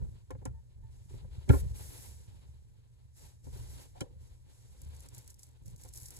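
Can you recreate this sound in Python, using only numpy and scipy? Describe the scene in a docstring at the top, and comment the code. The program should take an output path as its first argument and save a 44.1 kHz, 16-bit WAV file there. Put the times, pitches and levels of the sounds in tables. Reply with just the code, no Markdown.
"""A folding seatback is tugged, released and pushed down by hand inside a parked car.
The frame and its latch answer each blow with decaying modes, a thump of the cabin or a crack of noise.
Shifts of weight boom in the cabin modes; upholstery rubs and cloth swishes as shaped noise, cloth
crinkles in short snaps, and squeaks are wavering tones. Outside noise and a faint hum lie beneath.
The sound is widened to stereo by a fixed phase filter."""
import sys
import numpy as np
from scipy import signal
from scipy.fft import rfft, irfft, next_fast_len
from scipy.io import wavfile

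SR = 44100
rng = np.random.default_rng(int(sys.argv[2]) if len(sys.argv) > 2 else 0)


def level_to_linear(level):
    """Convert decibel levels to linear amplitude factors, elementwise."""
    exponent = np.asarray(level, float) / 20
    return 10 ** exponent


def dump_mix(stems):
    """Bounce the given channels to the path in sys.argv[1] as a 16-bit WAV at rate SR."""
    frames = np.atleast_2d(stems).T  # one column per channel
    limited = np.clip(frames, -1, 1)  # hard clip at full scale
    pcm = np.round(limited * 32767).astype(np.int16)
    wavfile.write(sys.argv[1], SR, pcm)


N = 272978  # length in samples


def at_hz(rows, hz):
    """Interpolation on a logarithmic axis: reads a table of values against frequency."""
    rows = np.array(rows)
    return np.interp(np.log(hz + 1e-9), np.log(rows[:, 0]), rows[:, 1])


def rms_one(x):
    """Power normalisation: scales a signal to unit rms."""
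    return x / np.sqrt(np.mean(x ** 2) + 1e-20)


def drift(rate_hz):
    """Low-passed noise: a slow random wander of spread 1, from two equal poles at rate_hz."""
    step = 40  # samples between computed points
    r = np.exp(-2 * np.pi * rate_hz * step / SR)
    settle = 2000
    noise = rng.standard_normal(N // step + settle + 2)
    slow = signal.lfilter([1], [1, -2 * r, r * r], noise)[settle:]
    return np.interp(np.arange(N) / step, np.arange(len(slow)), rms_one(slow))


def ring(force, hz, t60):
    """Damped resonance: a unit click sets a sine of height 1 ringing, down 60 dB after t60 seconds."""
    r, w = level_to_linear(-60 / (t60 * SR)), 2 * np.pi * hz / SR
    return signal.lfilter([0, np.sin(w)], [1, -2 * r * np.cos(w), r * r], force + 1e-18)


def dying(clicks, t60):
    """Exponential decay: an envelope jumps at each click and falls 60 dB in t60 seconds."""
    return signal.lfilter([1], [1, -level_to_linear(-60 / (t60 * SR))], clicks + 1e-18)


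def clicks_at(times, db):
    """Impulse excitation: single-sample clicks at the given seconds."""
    out = np.zeros(N)
    place = np.clip(np.round(times * SR).astype(int), 0, N - 1)
    np.add.at(out, place, level_to_linear(db))
    return out


def coloured(spectrum):
    """Spectral shaping: two rows of noise (direct, scattered), closed at both ends, joint rms 1."""
    hz = np.arange(N // 2 + 1) * SR / N
    low_end = 1 / (1 + (spectrum[0][0] / (hz + 1)) ** 4)
    high_end = 1 / (1 + (hz / spectrum[-1][0]) ** 24)
    white = rfft(rng.standard_normal((2, N)))
    return rms_one(irfft(white * level_to_linear(at_hz(spectrum, hz)) * low_end * high_end, N))


def gestures(s, held, fade, db, rise_db_per_s, resting_db):
    """Addition of powers: gestures rise up to time s, hold, fade 20 dB per fade, over a resting level."""
    step = 32  # samples between computed points
    since = np.arange(0, N, step) / SR - s[:, None]
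    rise = rise_db_per_s * np.minimum(since, 0)
    fall = 20 * np.maximum(since - held[:, None], 0) / fade[:, None]
    shape = db[:, None] + rise - fall
    total = 10 * np.log10(np.sum(level_to_linear(2 * shape), axis=0) + level_to_linear(2 * resting_db))
    return np.interp(np.arange(N) / step, np.arange(len(total)), total)


# Spectrum of the still cabin. Each row: frequency in Hz, relative level in dB per Hz.
STILL_CABIN = [(55, 5), (85, 23), (180, -5.5), (260, -30), (450, -22), (900, -28.5), (1800, -25.5),
               (8000, -59.5), (14500, -30.5)]
QUIET_DB, HUM_HZ, HUM_DB = -67, 120.81, -63


def quiet():
    """Transmission through a shell: traffic and air as shaped noise, with a faint, nearly steady hum."""
    tone = np.sin(2 * np.pi * HUM_HZ * np.arange(N) / SR)
    hum = level_to_linear(HUM_DB + 0.5 * drift(5.2)) * tone
    return level_to_linear(QUIET_DB) * coloured(STILL_CABIN) + hum * [[1], [0]]


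# Modes of cabin and floor pan. Each row: frequency in Hz, relative level in dB, decay t60 in seconds.
CABIN_MODES = [(38.748, -17, 0.5993), (55.168, -15.5, 0.5357), (72.678, -7, 0.35976), (101.77, -2, 0.07224),
               (118.07, -17.5, 0.19206), (165.71, -31.5, 0.2)]


def ring_cabin(force):
    """Modal superposition: one force drives all cabin and floor modes."""
    return sum(level_to_linear(db) * ring(force, hz, t60) for hz, db, t60 in CABIN_MODES)


# Weight coming down on seat or floor. Each row: time of full level in seconds, boom level in dB,
# seconds to fade 20 dB.
WEIGHT_SHIFTS = [(0.0, -31.5, 0.1435), (0.33, -48, 0.5079), (0.499, -41.5, 0.1587), (0.779, -51, 1),
                 (1.139, -44, 0.6526), (1.25, -41, 0.0216), (1.62, -40, .5), (2.08, -50.5, 0.4575),
                 (2.33, -53.5, 0.7706), (3.228, -53.5, 0.1613), (3.48, -42.5, 0.2893), (3.62, -46.5, .5),
                 (4.02, -50.5, 0.6544), (4.7, -51.5, 1.1936), (4.87, -53, 0.5608), (5.63, -49.5, 0.8462)]


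def boom():
    """Forced vibration: lumpy pushes on seat and floor shake the cabin modes."""
    s, weight_db, fade = np.transpose(WEIGHT_SHIFTS)
    boom_db = gestures(s, 0 * s, fade, weight_db, rise_db_per_s=300.5, resting_db=-63.5)
    force = rng.standard_normal((2, N)) * level_to_linear(3.5123 * drift(42.0))
    return level_to_linear(boom_db) * rms_one(ring_cabin(force))


# Hands and sleeves sliding over the seat. Each row: time of full level in seconds, hold in seconds,
# seconds to fade 20 dB, cloth swish level in dB, upholstery rub level in dB.
HAND_STROKES = [(0.0, 0.12085, 0.33, -79.5, -78), (0.92, 0.1649, 0.42, -78, -77.5),
                (1.099, 0.06446, 0.1623, -72, -65.5), (1.33, 0.2024, 0.0044, -75.5, -69.5),
                (1.516, 0.09085, 0.0241, -55, -62), (1.63, 0.0866, 0.0234, -68.5, -66.5),
                (1.758, 0.2943, 0.2827, -58.5, -62), (2.15, 0.31644, 0.3885, -80, -73.5),
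                (3.168, 0.09854, 0.1389, -65.5, -69), (3.45, 0.0647, 0.6182, -70, -71),
                (3.54, 0.08177, 0.1956, -64, -65), (3.698, 0.13519, 0.1143, -63, -62),
                (3.965, 0.02, 0.15, -75, -66), (4.21, 0.0302, 0.2966, -74.5, -75),
                (4.5, 0.0873, 1.5012, -73, -76), (4.72, .5, 0.1365, -75.5, -69),
                (4.93, 0.1401, 0.0221, -69.5, -71.5), (5.149, 0.04048, 0.1098, -64.5, -73.5),
                (5.271, 0.051855, 0.0147, -69, -71.5), (5.4, .05, 0.0999, -68.5, -72),
                (5.66, 0.03583, 0.1973, -72, -78.5), (5.8, 0.07451, 0.1574, -65.5, -70),
                (5.951, 0.13314, 0.051, -58.5, -69.5), (6.11, 0.0916, 12.2711, -61.5, -66.5)]


def stroke_levels():
    """Common excitation: each stroke drives rub and swish together; limbs are never quite still."""
    s, held, fade, swish, rubbing = np.transpose(HAND_STROKES)
    rise_db_per_s = 547.5
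    rub_db = gestures(s, held, fade, rubbing, rise_db_per_s, resting_db=-81)
    swish_db = gestures(s, held, fade, swish, rise_db_per_s, resting_db=-85.5)
    return rub_db, swish_db


# Modes of the seat frame. Each row: frequency in Hz, relative level in dB, decay t60 in seconds.
FRAME_MODES = [(277, 8, 0.05), (385, 1, 0.04), (515, -6.5, 0.045), (740, -9, 0.05), (850, -11, 0.02),
               (1040, -10, 0.03), (1375, -9, 0.045), (1680, -12, 0.03), (2200, -9, 0.012),
               (3040, -10, 0.025), (4100, -13, .015)]


def ring_frame(force, emphasis_db, detune):
    """Modal superposition: a force drives all frame modes, each with its own emphasis and detuning."""
    modes = zip(FRAME_MODES, emphasis_db, detune)
    return sum(level_to_linear(db + extra) * ring(force, hz * (1 + shift), t60)
               for (hz, db, t60), extra, shift in modes)


# Spectrum of sliding upholstery. 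Each row: frequency in Hz, relative level in dB per Hz.
RUB_SPECTRUM = [(250, 2.5), (450, -3), (800, -6), (1900, -17), (3000, -11.5), (5000, -13)]


def rub(rub_db):
    """Stick-slip friction: upholstery slides in clumps and makes the frame hum along."""
    hiss = coloured(RUB_SPECTRUM) * level_to_linear(2.672 * drift(15.007))
    even = np.zeros(len(FRAME_MODES))
    frame = rms_one(ring_frame(hiss, even, even))
    return level_to_linear(rub_db) * rms_one(hiss + level_to_linear(-4.5) * frame)


# Spectrum of swishing cloth. Each row: frequency in Hz, relative level in dB per Hz.
CLOTH_SPECTRUM = [(1500, 0), (3000, -7.5), (5500, 4.5), (9500, 5.5), (12000, 1), (14000, -5), (15500, -17)]
# Stiff cloth buckling. Each row: time in seconds, level in dB of the snap's envelope at its onset.
CLOTH_BUCKLES = [(4.8172, -53), (5.005, -53), (5.0869, -51), (5.1469, -52), (5.1806, -48), (5.277, -50.5),
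                 (5.303, -51), (5.343, -57), (5.3929, -54), (5.432, -49), (5.6596, -59), (5.68, -55),
                 (5.7616, -59), (5.836, -48), (5.889, -53), (5.937, -47.5), (5.9605, -49), (6.057, -46),
                 (6.1057, -46.5), (6.166, -48)]


def cloth(swish_db):
    """Friction noise and buckling: a swish, brighter when louder, and thin, short snaps."""
    s, db = np.transpose(CLOTH_BUCKLES)
    buckling = np.arange(N) > s[0] * SR
    # from the first buckle on, small ones come by chance, on average 200 per second
    chance = rng.random(N) < 200 / SR
    small_db = swish_db - 7 + 6 * np.minimum(rng.exponential(1, N), 2.4)
    small = buckling * chance * level_to_linear(small_db)
    bursts = dying(clicks_at(s, db), .02) + dying(small, .015)
    hiss = coloured(CLOTH_SPECTRUM)
    thin = signal.sosfilt(signal.butter(2, 4400, "high", fs=SR, output="sos"), hiss)
    top = signal.sosfilt(signal.butter(2, 10000, "high", fs=SR, output="sos"), hiss)
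    treble_db = 0.7045 * np.clip(swish_db + 67.5, -30, 30)
    swish = hiss + (level_to_linear(treble_db) - 1) * top
    # the swish itself is a little weaker while the cloth buckles
    return swish * level_to_linear(swish_db - 2.673 * buckling + 0.9667 * drift(29.0)) + thin * bursts


# Knocks on the seat frame. Each row: start in seconds, relative level in dB, chatter t60 in seconds,
# favoured pitch in Hz, reach in octaves (where the emphasis is 6 dB down).
FRAME_BLOWS = [(0.304, -31, .045, 850, 1.05), (.348, -44, .04, 550, .9), (0.414, -48, .09, 500, .5),
               (0.454, -31, .055, 850, 1.05), (1.103, -53, .04, 450, .6), (1.138, -50, .05, 450, .7),
               (1.244, -39, .03, 520, .25), (1.477, -42.5, .12, 380, .7), (1.4915, -17, .035, 2300, .4),
               (1.494, -18, .06, 300, 1.05), (1.496, -16, .06, 1375, .15), (1.53, -33, .14, 650, 1.4),
               (3.466, -54, .08, 480, .9), (3.553, -42, .027, 600, .9), (3.948, -46, .3, 750, .15),
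               (4.0062, -20, .025, 2700, .95), (4.01, -30, .04, 400, 1.1), (4.02, -43, .3, 515, .15),
               (5.846, -48, .08, 600, .9)]


def knocks():
    """Impact excitation of modes: chattering contacts strike the frame, favouring modes near one pitch."""
    since = np.arange(SR // 2) / SR
    out = np.zeros((2, N + SR))
    touches = rng.standard_normal((2, N + SR)) * [[1], [.6]]
    touches[:, :N] *= level_to_linear(3 * drift(200))  # uneven contacts
    mode_hz = np.array(FRAME_MODES)[:, 0]
    # each blow meets another spot and another load on the frame
    spots = rng.standard_normal((len(FRAME_BLOWS), 2, len(FRAME_MODES)))
    for (s, knock_db, chatter_s, favoured_hz, octaves), (louder_db, shifted) in zip(FRAME_BLOWS, spots):
        here = slice(int(s * SR), int(s * SR) + len(since))
        chatter = level_to_linear(knock_db - 60 * since / np.clip(chatter_s, .01, .3))
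        swell = signal.lfilter([.008], [1, -.992], chatter)  # softens the onset
        reach_db = -6 * (np.log2(mode_hz / favoured_hz) / octaves) ** 2 + louder_db
        out[:, here] += ring_frame(touches[:, here] * swell, reach_db - 23.5, 0.012 * shifted)
    return out[:, :N]


# Bright cracks of the latch. Each row: time in seconds, relative level in dB.
LATCH_CRACKS = [(0.307, -53), (0.454, -43), (1.4911, -41.5), (3.444, -63), (4.0072, -37)]


def cracks():
    """Two-stage decay: each crack is bright noise with a fast fall and a weaker, slower tail."""
    band = signal.butter(3, [5200, 10500], "band", fs=SR, output="sos")
    bright = signal.sosfilt(band, rng.standard_normal((2, N)))
    onsets = clicks_at(*np.transpose(LATCH_CRACKS))
    envelope = dying(onsets, 0.015965) + level_to_linear(-14.5) * dying(onsets, 0.08676)
    return level_to_linear(4.5) * bright * envelope


# Soft pushes into the cushion. 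Each row: time in seconds, relative level in dB.
CUSHION_PUSHES = [(0.349, -41.5), (.474, -34.5), (.506, -40), (1.242, -41), (1.379, -37), (1.4905, -24),
                  (1.4969, -10), (1.532, -30.5), (4.017, -47), (4.164, -47.5), (4.859, -44.5), (5.844, -50)]


def pushes():
    """Impulse response of modes: a push and its rebound set the cabin ringing, in the direct sound only."""
    band = signal.butter(2, [60, 260], "band", fs=SR)
    push = -signal.lfilter(*band, clicks_at(*np.transpose(CUSHION_PUSHES)))
    return level_to_linear(3.5) * ring_cabin(push) * [[1], [0]]


# Hinge squeaks. Each row: start in seconds, length in seconds, mean pitch in Hz, level in dB before flutter.
HINGE_SQUEAKS = [(0.537, 0.075, 903.3, -73), (0.821, 0.08, 889.9, -72.5)]


def squeaks():
    """Stick-slip oscillation: short tones that waver in pitch and flutter in level, with a weak octave."""
    t, out = np.arange(N) / SR, np.zeros(N)
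    waver = np.cumsum(1 + .02 * drift(90)) / SR
    for s, length, hz, db in HINGE_SQUEAKS:
        done = np.clip((t - s) / length, 0, 1)
        phase = 2 * np.pi * hz * waver
        tone = np.sin(phase) + level_to_linear(-13.0) * np.sin(2 * phase)
        out += level_to_linear(db) * np.sin(np.pi * done ** 0.7573) * tone
    return out * level_to_linear(2.5 * drift(70)) * [[1], [.4]]


def scene():
    """Linear superposition: row 0 sums the direct sound, row 1 what the cabin scatters."""
    rub_db, swish_db = stroke_levels()
    handling = boom() + rub(rub_db) + cloth(swish_db)
    impacts = knocks() + cracks() + pushes()
    return handling + impacts + squeaks() + quiet()


def low_pass(x):
    """Removes everything above the highest recorded frequency."""
    return signal.sosfilt(signal.butter(12, 16540, fs=SR, output="sos"), x)


# Phase between left and right. Each row: frequency in Hz, radians by which the left leads.
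STEREO_PHASE = [(45, -1.1), (130, -1.5), (215, -2.9), (430, -5.1), (700, -9.6), (1210, -15.7),
                (1550, -13.8), (2050, -12.5), (2950, -16), (3400, -16.3), (4300, -10.5), (5800, -9.7),
                (6600, -6.6), (7600, -6.3), (9200, -3.2), (13200, 3.1), (14700, 6.2)]
# Likeness of left and right. Each row: frequency in Hz, share common to both.
STEREO_LIKENESS = [(40, 0.5399), (250, 0.964), (1200, 0.6448), (2800, 0.7069), (4500, 0.2217),
                   (9000, 0.9941)]


def record(dry):
    """Interchannel coherence: both sides share the direct sound, take opposite scattered parts; left turns phase."""
    size = next_fast_len(N + 4096)
    hz = np.arange(size // 2 + 1) * SR / size
    direct, scattered = rfft(dry, size)
    alike = np.clip(at_hz(STEREO_LIKENESS, hz), 0, 1)
    common = np.sqrt(1 + alike) * direct
    opposed = np.sqrt(1 - alike) * scattered
    right, left = common + opposed, common - opposed
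    turned = left * np.exp(1j * at_hz(STEREO_PHASE, hz))
    stereo = irfft([turned, right], size)[:, :N]
    # the deepest bass is lost
    stereo = signal.sosfilt(signal.butter(2, 36, "high", fs=SR, output="sos"), stereo)
    return low_pass(stereo)


dry = scene()
out = record(dry)
dump_mix(out)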